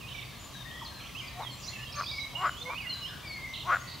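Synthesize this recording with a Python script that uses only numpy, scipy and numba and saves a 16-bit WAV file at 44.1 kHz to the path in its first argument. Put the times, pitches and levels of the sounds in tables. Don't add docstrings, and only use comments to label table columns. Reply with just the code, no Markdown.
import sys
import numpy as np
from scipy import signal
from scipy.fft import rfft, irfft
from scipy.io import wavfile
from scipy.ndimage import uniform_filter1d
from numba import njit

SR = 44100
rng = np.random.default_rng(int(sys.argv[2]) if len(sys.argv) > 2 else 0)


def dump_mix(stems):
    frames = np.atleast_2d(stems).T
    limited = np.clip(frames, -1, 1)
    pcm = np.round(limited * 32767).astype(np.int16)
    wavfile.write(sys.argv[1], SR, pcm)


def ratio_of_db(decibels):
    return 10 ** (np.asarray(decibels, float) / 20)


N = 176400
FROG_PAN_DB = 2.5


def croaks():
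    # t/s, pulse rate/Hz, level before random spread/dB, sac f/Hz
    calls = [
        [(1.34, 347.4, -64, 720), (1.4, 368.5, -42.5, 720), (1.415, 195, -45, 890), (1.44, 187, -42, 990)],
        [(1.93, 576.7, -68, 1070), (1.975, 582, -37, 1390), (2.003, 585, -35, 1180),
         (2.006, 175.2, -30.5, 1300), (2.034, 103.2, -46.5, 1070)],
        [(2.33, 225.7, -56, 775), (2.38, 341.5, -47.5, 910), (2.425, 382.6, -33, 970),
         (2.455, 345, -25.5, 1186), (2.486, 266, -35, 1390)],
        [(2.6, 470.6, -63.5, 550), (2.697, 514.4, -39.5, 746), (2.705, 236.7, -39.5, 980),
         (2.736, 171, -40, 1080)],
        [(3.63, 254, -62, 790), (3.675, 363.4, -37.5, 970), (3.7, 360.7, -26.5, 1090), (3.716, 303, -28, 1280),
         (3.724, 266.5, -24.5, 1310), (3.749, 275, -28.5, 1420)],
    ]
    # t/s, roughness from there on/1
    breaks = [(1.4, .6), (2.003, .5), (2.43, .25), (2.698, .6), (3.703, .17)]
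    clear_roughness = 0.079
    time_spread, level_spread_db = 0.375, 5.4
    out = np.zeros((2, N))
    for rows, (break_s, rough) in zip(calls, breaks):
        s, hz, db, sac_hz = np.array(rows).T
        t = s[0] + np.arange(int((s[-1] - s[0]) * SR)) / SR
        phase = np.cumsum(np.interp(t, s, hz)) / SR
        at = np.interp(np.arange(1, int(phase[-1]) + 1), phase, t)
        roughness = np.where(at > break_s, rough, clear_roughness)
        chance = rng.standard_normal((128, 2))[:len(at)].T * roughness
        at = at + time_spread * chance[0] / np.interp(at, s, hz)
        evening = np.sqrt(SR / np.interp(at, s, hz) * SR / SAC_WIDTH_HZ)
        size = ratio_of_db(np.interp(at, s, db) + level_spread_db * chance[1]) * evening
        place = np.clip((at - s[0]) * SR, 0, len(t))
        first, part = place.astype(int), place % 1
        pulses = np.zeros(len(t) + SR // 20)
        np.add.at(pulses, first, size * (1 - part))
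        np.add.at(pulses, first + 1, size * part)
        pulse_t = s[0] + np.arange(len(pulses)) / SR
        add(out, throat(pulses, np.interp(pulse_t, s, sac_hz)), s[0], FROG_PAN_DB)
    return out


def last_clicks():
    # t/s, peak level before panning/dB, sac f/Hz
    clicks = [(1.45, -32, 980), (2.494, -21.5, 1410), (2.744, -32, 1080), (3.759, -20.5, 1520),
              (3.769, -22.5, 1350)]
    out = np.zeros((2, N))
    for s, db, sac_hz in clicks:
        ring = throat(signal.unit_impulse(SR // 20), sac_hz)
        add(out, ratio_of_db(db) * ring / abs(ring).max(), s - .001, FROG_PAN_DB)
    return out


SAC_WIDTH_HZ = 380


def throat(pulses, sac_hz):
    # f/Hz, width of each filter/Hz, level/dB
    mouth = [(718, 350, -13.5), (1850, 280, -16.5)]
    sound = band(band(pulses, sac_hz, SAC_WIDTH_HZ), sac_hz, SAC_WIDTH_HZ)
    for hz, width, db in mouth:
        sound = sound + ratio_of_db(db) * band(band(pulses, hz, width), hz, width)
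    return sound


@njit
def svf(x, hz, width):
    y, b, l = np.empty(len(x)), 0., 0.
    for i in range(len(x)):
        g, k = np.tan(np.pi * hz[i] / SR), width / hz[i]
        v = (b + g * (x[i] - l)) / (1 + g * (g + k))
        b, l, y[i] = 2 * v - b, l + 2 * g * v, k * v
    return y


def band(x, hz, width):
    return svf(x, hz + np.zeros(len(x)), float(width))


def song():
    # (t/s, f/Hz)
    phrases = [ (-51, [(0, 2950), (.03, 2520), (.065, 2500), (.1, 3102), (.14, 2960)]),
               (-45, [(1.145, 2540), (1.19, 3200), (1.222, 2600)]), (-40, [(1.673, 3820), (1.695, 4360),
               (1.715, 4335)]), (-49, [(1.725, 2850), (1.775, 2570), (1.785, 2760), (1.795, 2465),
               (1.82, 2900), (1.87, 2690)]), (-42, [(2.055, 3380), (2.11, 3870), (2.13, 3200)]),
               (-40, [(2.35, 2800), (2.365, 2935), (2.39, 2820), (2.435, 3096)]), (-46.5, [(2.505, 3024),
               (2.555, 2954), (2.59, 3410), (2.64, 3700)]), (-43, [(2.65, 2070), (2.72, 2330), (2.77, 2600),
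               (2.787, 2993), (2.83, 2242), (2.88, 1904)]), (-43, [(2.86, 2685), (2.935, 3060)]),
               (-44, [(3.01, 3050), (3.05, 2847), (3.11, 3665)])]
    out = np.zeros((2, N))
    for db, rows in phrases:
        s, hz = np.array(rows).T
        t = s[0] + ramp(s[-1] - s[0]) * (s[-1] - s[0])
        pitch = uniform_filter1d(np.interp(t, s, hz), size=150)
        add(out, tone(pitch, db), s[0], -7.5)
    return out


def whistles():
    # (t/s, length/s, start f/Hz, settled f/Hz, starting level/dB)
    perches = [ (-14.5, [(0.141, 0.11, 2360, 2302, -49), (1.418, 0.092, 4340, 3140, -47.5),
               (1.864, 0.055, 3300, 3260, -48), (1.95, 0.068, 6500, 6340, -53),
               (2.19, 0.07, 3960, 3912, -42)]), (1.5, [(0.809, 0.037, 1570, 874, -44),
               (0.842, 0.057, 5500, 3620, -46.5), (0.854, 0.21, 4300, 4155, -52),
               (1.498, 0.059, 4480, 4250, -46.5), (1.515, 0.12, 7400, 7600, -55.5),
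               (2.04, 0.13, 4600, 4830, -45), (2.11, 0.17, 2340, 2201, -40), (2.89, 0.16, 4350, 3980, -41),
               (3.02, .1, 5400, 5140, -54), (3.23, 0.36, 2407, 2095, -43), (3.27, 0.09, 5000, 4330, -43.5),
               (3.792, 0.0415, 6100, 6530, -50.5)]), (8.5, [(0.385, 0.15, 6700, 7060, -61),
               (0.532, 0.22, 3976, 3606, -52.5), (.545, .095, 1550, 1705, -55),
               (0.649, 0.19, 1883, 1895, -50.5), (1.204, 0.17, 2405, 2360, -55.5),
               (1.592, 0.21, 6750, 7110, -55.5), (2.36, 0.25, 7650, 7030, -58.5)])]
    fade_db = -6
    out = np.zeros((2, N))
    for pan_db, rows in perches:
        for s, length, start_hz, settled_hz, db in rows:
            u = ramp(length)
            pitch = settled_hz + (start_hz - settled_hz) * (1 - u) ** 3.2
            add(out, tone(pitch, db + fade_db * u), s, pan_db)
    return out


def chips():
    # t/s, start f/Hz
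    starts = [(0.301, 4730), (1.268, 5310), (2.453, 5450), (2.617, 4600), (2.744, 4950), (2.812, 5160),
              (2.931, 5330), (3.253, 5060)]
    length_s, fall, chip_db = .024, .14, -50
    out = np.zeros((2, N))
    for s, hz in starts:
        add(out, tone(hz * (1 - fall * np.sqrt(ramp(length_s))), chip_db), s, -1.5)
    return out


def chirps():
    # t/s, length/s, centre f/Hz, spread/Hz, level of each note before flutter/dB
    bursts = [(0.079, 0.15, 3234, 733, -57.5), (0.699, 0.18, 3250, 184, -61), (0.993, .11, 2760, 650, -58),
              (1.615, 0.075, 5430, 830, -56.5), (1.918, 0.29, 4680, 800, -57.5),
              (3.529, 0.1, 3426, 760, -51.5), (3.873, 0.082, 4246, 520, -56)]
    out = np.zeros((2, N))
    for s, length, hz, spread_hz, db in bursts:
        add(out, chatter(length, hz, spread_hz, db), s, -5.0)
    return out


def chatter(length, hz, spread_hz, db):
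    notes_per_s, note_s = 700, .012
    out = np.zeros((2, int((length + .05) * SR)))
    for when, long, high, slide in rng.random((256, 4))[:int(length * notes_per_s)]:
        u = np.linspace(-1, 1, int(note_s * SR * (.5 + long)))
        pitch = hz + spread_hz * (2 * high - 1 - u * (slide - .3))
        add(out, tone(pitch, db), when * length, 0)
    return out[0]


def trills():
    # t/s, length/s, middle f/Hz, notes per second/Hz, level before shaping the notes/dB
    rows = [(1.92, 0.14, 2432, 52, -44)]
    sounding = .6
    out = np.zeros((2, N))
    for s, length, hz, rate, db in rows:
        u = ramp(length) * length * rate % 1
        swell = np.sin(np.pi * np.minimum(u / sounding, 1)) ** 2
        add(out, swell * tone(hz + 760.0 * (.3 - u), db), s, -3.0)
    return out


def ramp(length_s):
    return np.linspace(0, 1, int(length_s * SR))


def tone(hz, db):
    edge_s = 0.011
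    waver_hz, flutter_db, changes_per_s = 40, 3.8, 110
    n = len(hz)
    to_nearest_end = np.minimum(np.arange(n), np.arange(n)[::-1])
    edge = np.minimum(1, to_nearest_end / min(edge_s * SR, n / 3))
    phase = 2 * np.pi * np.cumsum(hz + waver_hz * walk(changes_per_s, n)) / SR
    loudness = ratio_of_db(db + flutter_db * walk(changes_per_s, n))
    return np.sqrt(2) * edge * loudness * np.sin(phase)


def walk(rate, n):
    k = int(SR / rate)
    steps = np.repeat(rng.standard_normal(1024)[:n // k + 1], k)
    return 1.337 * uniform_filter1d(uniform_filter1d(steps, k), k)[:n]


def far_birds():
    notes, note_s = 200, .035
    base_db, treble_db, spread_db = -62.5, -7, 12
    out = np.zeros((2, N))
    for when, long, high, slide, loud in rng.random((notes, 5)):
        u = np.linspace(0, 1, int(note_s * SR * (0.35 + 2 * long)))
        pitch = 1800.0 + 5200. * high ** 1.8 + 1700.0 * (slide - .6) * u
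        db = base_db + treble_db * high + spread_db * (loud - .5)
        add(out, tone(pitch, db), when ** .8 * N / SR, 0)
    return out


def tree_echoes(send):
    t60_s, damp = .55, .12
    side_db = -8
    lags = rng.integers(400, 2600, 8)
    gain = ratio_of_db(-60 * lags / SR / t60_s)
    mid, side = echoes(send.mean(0) + 1e-18, lags, gain, damp)
    return mid + ratio_of_db(side_db) * side * np.array([[1], [-1]])


@njit
def echoes(x, lags, gain, damp):
    line, soft, out = np.zeros((8, 8192)), np.zeros(8), np.zeros((2, len(x)))
    for i in range(len(x)):
        total = 0.
        for k in range(8):
            soft[k] += (1 - damp) * (gain[k] * line[k, (i - lags[k]) & 8191] - soft[k])
            total += soft[k]
            out[k % 2, i] += soft[k]
        for k in range(8):
            line[k, i & 8191] = x[i] + soft[k] - total / 4
    return out


def air():
    # f/Hz, relative level/dB
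    colour = [(22, -28), (50, -0.5), (125, -1.5), (450, -17.5), (620, -14), (850, -17.5), (1130, -10),
              (1440, -23), (3160, -16), (8500, -29), (15750, -30), (15820, -90)]
    # f/Hz, level/dB
    width = [(30, -32), (300, 0), (2000, -13), (9500, -2), (11500, -22)]
    # f/Hz, left minus right level/dB
    balance = [(130, 2.2), (280, -3), (700, 0)]
    log_hz = np.log(np.maximum(np.fft.rfftfreq(N, 1 / SR), 1))

    def shape(rows):
        hz, db = np.array(rows).T
        return ratio_of_db(np.interp(log_hz, np.log(hz), db))

    mid, side = rfft(rng.standard_normal((2, N))) * shape(colour)
    sign = np.array([[1], [-1]])
    spectrum = (mid + side * shape(width) * sign) * shape(balance) ** (sign / 2)
    return level(irfft(spectrum, N), -46.5)


def hum():
    hum_hz, width_hz, hum_db = 126, 4, -54.5
    return level(band(rng.standard_normal(N), hum_hz, width_hz), hum_db)


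def level(x, db):
    return x * ratio_of_db(db) / np.sqrt(np.mean(x ** 2))


def add(out, x, s, pan_db):
    i = max(int(s * SR), 0)
    x = x[:out.shape[1] - i]
    out[:, i:i + len(x)] += x * ratio_of_db(np.array([[pan_db], [-pan_db]]) / 2)


def scene():
    frog_send_db, bird_send_db = -24, -11.5
    frogs = croaks() + last_clicks()
    birds = song() + whistles() + chips() + chirps() + trills()
    send = ratio_of_db(frog_send_db) * frogs + ratio_of_db(bird_send_db) * birds + far_birds()
    return frogs + birds + tree_echoes(send) + air() + hum()


def low_pass(x):
    return signal.sosfilt(signal.butter(12, 16890, fs=SR, output="sos"), x)


def record(dry):
    return low_pass(dry)


dry = scene()
out = record(dry)
dump_mix(out)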